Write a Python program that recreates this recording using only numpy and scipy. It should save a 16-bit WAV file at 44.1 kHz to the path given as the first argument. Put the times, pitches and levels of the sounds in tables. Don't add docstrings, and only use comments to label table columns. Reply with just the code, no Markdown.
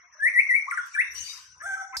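import sys
import numpy as np
from scipy import signal
from scipy.fft import rfft, irfft
from scipy.io import wavfile
from scipy.ndimage import uniform_filter1d

SR = 44100
rng = np.random.default_rng(int(sys.argv[2]) if len(sys.argv) > 2 else 0)


def store_pcm(level_fs):
    pcm = np.round(np.clip(level_fs, -1, 1) * 32767).astype(np.int16)
    wavfile.write(sys.argv[1], SR, np.atleast_2d(pcm).T)


def elevation(decibels):
    levels = np.asarray(decibels, float)
    return 10 ** (levels / 20)


N = 88200
CHANGE_S = 1.9683


def evened(x):
    return x / np.sqrt(np.mean(x ** 2) + 1e-20)


def read(points, hz):
    f, value = np.transpose(points)
    return np.interp(np.log(hz + 1), np.log(f + 1), value)


def follow(curve):
    s, db = np.transpose(curve)
    return elevation(np.interp(np.arange(N) / SR, s, db))


def add(mix, s, sound):
    part = mix[round(s * SR):][:len(sound)]
    part += sound[:len(part)]


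def drift(size, span_s):
    span = max(int(span_s * SR), 2)
    once = uniform_filter1d(rng.standard_normal(size), span)
    return evened(uniform_filter1d(once, span))


def coloured(x, gain_db):
    return irfft(rfft(x, axis=-1) * elevation(gain_db), N, axis=-1)


def hiss(colour, patchy_db, same):
    frames = N // 128 + 5
    a, b, c, d, patch = rng.standard_normal((frames, 257, 5)).T
    patch = uniform_filter1d(patch, size=4, axis=0)
    patch = evened(uniform_filter1d(patch, size=10, axis=1))
    left, other = a + 1j * b, c + 1j * d
    right = same * left + np.sqrt(1 - same ** 2) * other
    z = np.array([left, right]) * elevation(patchy_db * patch)
    x = signal.istft(z, nperseg=512, noverlap=384)[1][:, :N]
    f = np.fft.rfftfreq(N, 1 / SR)
    outside = (f < colour[0][0]) | (f > colour[-1][0])
    return evened(coloured(x, read(colour, f) - 60 * outside))


def tone(hz, orders_db, wobble):
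    # f/Hz, level/dB
    beak = [(2200, 0.5), (5000, -16), (6100, -6.5), (7600, -14.5), (9300, 10.5), (10500, -3.5),
            (12000, -13.5)]
    turns = np.cumsum(hz * (1 + wobble * drift(len(hz), 0.0077))) / SR
    out = np.zeros(len(hz))
    for k, db in enumerate(orders_db, 1):
        shake_db = 1.06 * min(k - 1, 5) * drift(len(hz), 0.0027)
        level = elevation(db + read(beak, k * hz) + shake_db)
        audible = k * hz < SR / 2.2
        out += level * audible * np.sin(2 * np.pi * k * turns)
    return np.sqrt(2) * out


def note(curve, orders_db, wobble, shimmer_db, air_db):
    # f/Hz, level/dB
    breath = [(700, -35.5), (2100, 19), (2700, -29.5), (5200, -17.5), (6400, 4), (10900, -8),
              (13200, -12.5)]
    s, hz, db = np.transpose(curve)
    t = np.arange(s[0], s[-1], 1 / SR)
    pitch = uniform_filter1d(np.interp(t, s, hz), size=130, mode="nearest")
    level_db = uniform_filter1d(np.interp(t, s, db), size=130, mode="nearest")
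    edge = np.clip(np.minimum(t - s[0], s[-1] - t) / 0.0023, 0, 1)
    air_gain = elevation(read(breath, np.fft.rfftfreq(len(t), 1 / SR)))
    air = evened(irfft(rfft(rng.standard_normal(len(t))) * air_gain, len(t)))
    voice = elevation(shimmer_db * drift(len(t), 0.0097)) * tone(pitch, orders_db, wobble)
    return s[0], edge * (elevation(level_db) * voice + elevation(air_db + 0.5 * (level_db + 36)) * air)


def rasp(start, length, hz, level_db, rough):
    harmonics_db = [2, -39]
    t = np.arange(0, length, 1 / SR)
    shape = np.minimum(t / 0.013, 1) * np.minimum((length - t) / 0.0066, 1)
    shake = elevation(3.8 * min(rough, 1) * np.clip(drift(len(t), 0.001), -3, 1.5))
    return start, elevation(level_db) * shape * shake * tone(hz + 0 * t, harmonics_db, 0.0357 * rough)


def tick(s, level_db, hz, width, t60):
    t = np.arange(0, 0.08, 1 / SR)
    b, a = signal.butter(3, [hz - width / 2, hz + width / 2], "band", fs=SR)
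    ring = evened(signal.lfilter(b, a, rng.standard_normal(len(t))))
    return s, np.minimum(t / 0.0014, 1) * elevation(level_db - 60 * t / t60) * ring


def far_murmur():
    # f/Hz, level/dB per Hz
    murmur = [(200, -39.5), (800, -27), (1000, -2.5), (2000, -7), (3000, -22), (12000, -47.5)]
    # t/s, level/dB
    swell = [(0, 9.5), (.1, 3.5), (.16, 8), (1.4, 6.5), (1.55, -6.5)]
    return elevation(-64.5) * follow(swell) * hiss(murmur, 4.5, 0.34)


def insects():
    # t/s, level/dB
    swell = [(0, -1), (.115, -14), (.135, -1), (.6, -2), (1.1, 2), (1.5, 0.5), (2, -0.5)]
    centre_hz, width_hz = 5833, 405
    band = [(centre_hz + k * width_hz, -9.0 * k * k) for k in range(-3, 4)]
    throb = elevation(-58.5 + 3.5 * drift(N, 0.013))
    return follow(swell) * throb * hiss(band, 0.77, 0.23) * elevation([[3], [-3]])


def dove():
    # t/s, f/Hz, level/dB
    coo = [(.15, 600, -84.5), (.2, 620, -77.5), (.292, 632, -62), (.315, 632, -73.5), (.47, 631, -82),
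           (.52, 607, -94)]
    out = np.zeros(N)
    add(out, *note(coo, [6], 0.0036, 5.0, -99))
    return out * elevation([[-5], [3]])


def yard():
    return far_murmur() + insects() + dove()


def after_change():
    # f/Hz, level/dB per Hz
    bright = [(400, -37), (750, -10), (3100, -25), (5000, 7), (6500, -5.5), (12000, -13.5), (15800, -29)]
    # f/Hz, level/dB per Hz
    thump = [(30, -5), (75, 1), (130, -9.5), (300, -28)]
    t = np.maximum(np.arange(N) / SR - CHANGE_S, 0)
    snap = 1 + elevation(9.5 - 60 * t / 0.048)
    return elevation(-37.5 - 17 * t) * snap * hiss(bright, 2.5, 0.26) + elevation(-55.5) * hiss(thump, 1.5, 0.92)


def wind_and_rush():
    # t/s, level/dB
    gusts = [(.72, -83), (.8, -76), (.97, -84.5), (1.05, -72.5), (1.24, -62), (1.34, -80), (1.52, -68.5),
             (1.72, -70), (1.85, -83)]
    # f/Hz, level/dB per Hz
    draught = [(25, -29.5), (62, 6.5), (150, -7), (250, -21), (480, -22.5)]
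    # t/s, level/dB
    rush = [(.62, -77), (.7, -60), (.83, -61), (.875, -58), (.95, -56.5), (1.0, -80), (1.12, -68),
            (1.16, -46), (1.3, -44), (1.4, -51), (1.5, -62.5), (1.6, -68), (1.9, -77)]
    # f/Hz, level/dB per Hz
    feathers = [(1800, -7), (2900, -2.5), (3400, -12.5), (4600, -2.5), (8800, -7.5), (10300, -17),
                (12000, -14.5), (15000, -24)]
    return follow(gusts) * hiss(draught, 0.93, 1.0) + follow(rush) * hiss(feathers, 4.1, 0.16)


def thin_sounds(out):
    # t/s, length/s, f/Hz, level/dB, roughness/0-1
    thin = [
        (1.114, 0.092, 416, -75.5, 0.88),
        (1.361, 0.31, 1507, -67, 0.37),
            (0.78, 0.098, 3380, -59.5, 0.88), (.965, 0.14, 3590, -54.5, .9),
                 (1.154, .12, 2930, -49, 0.48), (1.616, 0.052, 8200, -53, 0.19),
                 (1.614, 0.046, 10830, -53, 0.62), (0.025, 0.046, 2140, -64, 0.37),
                 (1.1, 0.085, 11600, -48.5, 0.39), (1.125, .12, 8800, -66.5, .5),
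                 (0.025, 0.047, 720, -78, 0.8), (1.555, 0.051, 1020, -67, 1),
                 (1.925, 0.022, 12300, -61, .6), (0.74, 0.042, 1900, -50, 1)]
    for row in thin:
        add(out, *rasp(*row))


def cage_taps(out):
    # t/s, level/dB, centre f/Hz, width/Hz, t60/s
    taps = [
        (0.709, -40, 9370, 2300, 0.052),
        (.712, -56, 14500, 1210, 0.014),
        (0.773, -44.5, 9000, 2620, 0.04),
        (0.858, -54, 10900, 6600, 0.097),
        (0.946, -48.5, 9320, 2970, 0.15),
        (1.147, -43, 9000, 4370, 0.016),
    ]
    for row in taps:
        add(out, *tick(*row))


def rasps(out):
    # t/s, length/s, f/Hz, level/dB, roughness/0-1
    squeaks = [
        (1.142, 0.062, 5874, -36, 0.4),
        (1.203, 0.032, 6050, -37, 0.5),
        (1.2, 0.015, 6480, -25, 0),
        (1.233, 0.081, 4607, -33.5, 0.46),
        (1.239, 0.11, 5960, -46.5, 0.1),
        (1.281, 0.048, 3827, -38, 0.24),
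        (1.306, 0.08, 5010, -39.5, 0.79),
    ]
    # t/s, length/s, f/Hz, level/dB, roughness/0-3
    chips = [
        (.937, .024, 2330, -35, .3),
        (1.6, .028, 1610, -44, 1.3),
        (1.764, .024, 1325, -39, .2),
        (1.79, .055, 1325, -48, .4),
        (1.924, .024, 1055, -46, .9),
        (1.924, .042, 2210, -45, 1.6),
        (1.935, .028, 1335, -39, .5),
        (1.63, .14, 3455, -61, .15),
        (1.79, .07, 3455, -63, .15),
    ]
    for row in squeaks + chips:
        add(out, *rasp(*row))


def low_calls(out):
    # t/s, f/Hz, level/dB
    calls = [
        [(1.612, 569.3, -55), (1.64, 673, -34), (1.656, 709, -35.5), (1.664, 791.5, -29.5),
         (1.735, 774.4, -28.5), (1.754, 782.6, -24), (1.759, 806, -45)],
        [(1.764, 783, -35), (1.8, 772, -37), (1.82, 757.4, -34), (1.865, 739, -52.5), (1.92, 768, -48)],
        [(1.945, 749, -36), (1.975, 819.4, -33)],
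    ]
    harmonics_db = [-16, -3, -30, -35.5, -45, -43.5, -42, -22.5, -33, -27.5, -40, -61, -42, -34]
    # t/s, f/Hz, level/dB
    undertone = [(1.705, 770.6, -49), (1.725, 754.6, -43.5), (1.76, 769.6, -52.5), (1.8, 786.2, -47.5),
                 (1.825, 770.3, -34), (1.845, 773.6, -53.5), (1.87, 778.2, -51), (1.968, 776, -57)]
    for curve in calls:
        add(out, *note(curve, harmonics_db, 0.0048, 1.93, -56))
    add(out, *note(undertone, [0], 0.002, 1.2, -99))


def whistles(out):
    # t/s, f/Hz, level/dB
    slow = [
        [(.19, 1629, -52), (.204, 1644, -37), (.23, 1751, -26.5), (.256, 1875, -18.5), (.276, 2123, -21.5),
         (.286, 2356, -24.5), (.294, 2630, -42.5)],
        [(.335, 2060, -31.5), (.352, 1955, -28.5), (.371, 1925, -19.5), (.386, 2094, -18), (.397, 2187, -13),
         (.404, 2420, -23.5), (.412, 2690, -32), (.418, 2560, -40.5)],
        [(.486, 2226, -34.5), (.496, 2055, -21.5), (.516, 1910, -21.5), (.532, 2038, -26), (.554, 2193, -19),
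         (.564, 2345, -23.5), (.58, 2167, -24.5), (.59, 2180, -49)],
    ]
    # t/s, f/Hz, level/dB
    quick = [
        [(.652, 595, -74), (.688, 1132, -31), (.696, 1120, -49)],
        [(.71, 2286, -21.5), (.716, 1902, -28), (.72, 1447, -29), (.732, 1428, -28.5), (.744, 1295, -32.5),
         (.758, 1190, -49)],
        [(.772, 2194, -29.5), (.778, 1462, -27.5), (.79, 1422, -35), (.805, 1387, -35), (.835, 1294, -50),
         (.85, 1400, -48), (.865, 1336, -72)],
        [(.95, 1835, -36.5), (.962, 1598, -31.5), (.97, 1510, -35)],
        [(.973, 1584, -30), (.996, 1894, -19.5), (1.008, 2178, -20), (1.014, 2610, -28), (1.026, 2654, -29)],
    ]
    harmonics_db = [0.5, -31.5, -38, -38.5, -33.5, -40.5]
    for curve in slow + quick[-1:]:
        add(out, *note(curve, harmonics_db, 0.0077, 0.51, -85))
    for curve in quick[:-1]:
        add(out, *note(curve, harmonics_db[:2], 0.0347, 3.1, -61.5))


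def bird():
    out = np.zeros(N)
    thin_sounds(out)
    cage_taps(out)
    rasps(out)
    low_calls(out)
    whistles(out)
    return out


def porch(x):
    # f/Hz, t60/s
    decay = [(500, 0.5), (1100, 0.55), (1500, 0.39), (2500, 0.33), (6000, 0.53), (12000, 0.18)]
    # delay/s, level/dB
    echoes = [
        (.0057, -8),
        (.0094, -11),
    ]
    # f/Hz, left over right/dB
    high_pan = [(1500, -1), (6000, 10.5), (9000, -14.5), (13000, 5.5)]
    lag_s, pan_db, likeness = 0.00013, 4, 0.089

    taps = np.zeros((2, SR))
    at = np.arange(700, SR - 20, 20) + rng.integers(0, 20, (2, (SR - 701) // 20))
    np.put_along_axis(taps, at, rng.choice([-1., 1.], at.shape), 1)
    hz, t, z = signal.stft(taps, SR, nperseg=256)
    fading = z * elevation(-60 * t / read(decay, hz)[:, None])
    tail = signal.istft(fading, SR, nperseg=256)[1][:, :SR]
    tail *= elevation(-7) / np.linalg.norm(tail[0])
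    tail[1] = likeness * tail[0] + np.sqrt(1 - likeness ** 2) * tail[1]

    tail[[0, 1], [round(lag_s * SR), 0]] += elevation([pan_db / 2, -pan_db / 2])
    for k, (s, db) in enumerate(echoes):
        tail[[0, 1], round(s * SR) + np.array([k % 3 * 5, 4])] += (-1) ** k * elevation(db)
    pan = read(high_pan, np.fft.rfftfreq(N, 1 / SR)) / 2
    return coloured(signal.fftconvolve(x[None], tail, axes=1)[:, :N], [pan, -pan])


def scene():
    late = np.clip((np.arange(N) / SR - CHANGE_S) / 0.00028, 0, 1)
    return (1 - late) * (porch(bird()) + yard() + wind_and_rush()) + late * after_change()


def low_pass(x):
    return signal.sosfilt(signal.butter(12, 15870, fs=SR, output="sos"), x)


def record(dry):
    # f/Hz, level/dB
    threshold = [(300, -112), (2700, -90), (10000, -90), (15000, -87)]
    hz, _, z = signal.stft(dry, SR, nperseg=1024)
    power = (abs(z[:, :512]) ** 2).mean(0).reshape(64, 8, -1).mean(1)
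    scatter = uniform_filter1d(rng.standard_normal(power.shape), size=12, axis=1)
    power *= elevation(10.5 * evened(scatter))
    power = np.repeat(power, 8, axis=0)[np.minimum(np.arange(513), 511)]
    weakness = elevation(read(threshold, hz))[:, None] ** 2 / (power + 1e-20)
    keep = 1 / (1 + weakness ** 4)
    mix = signal.istft(z * keep, SR, nperseg=1024)[1][:, :N]
    return low_pass(mix)


dry = scene()
out = record(dry)
store_pcm(out)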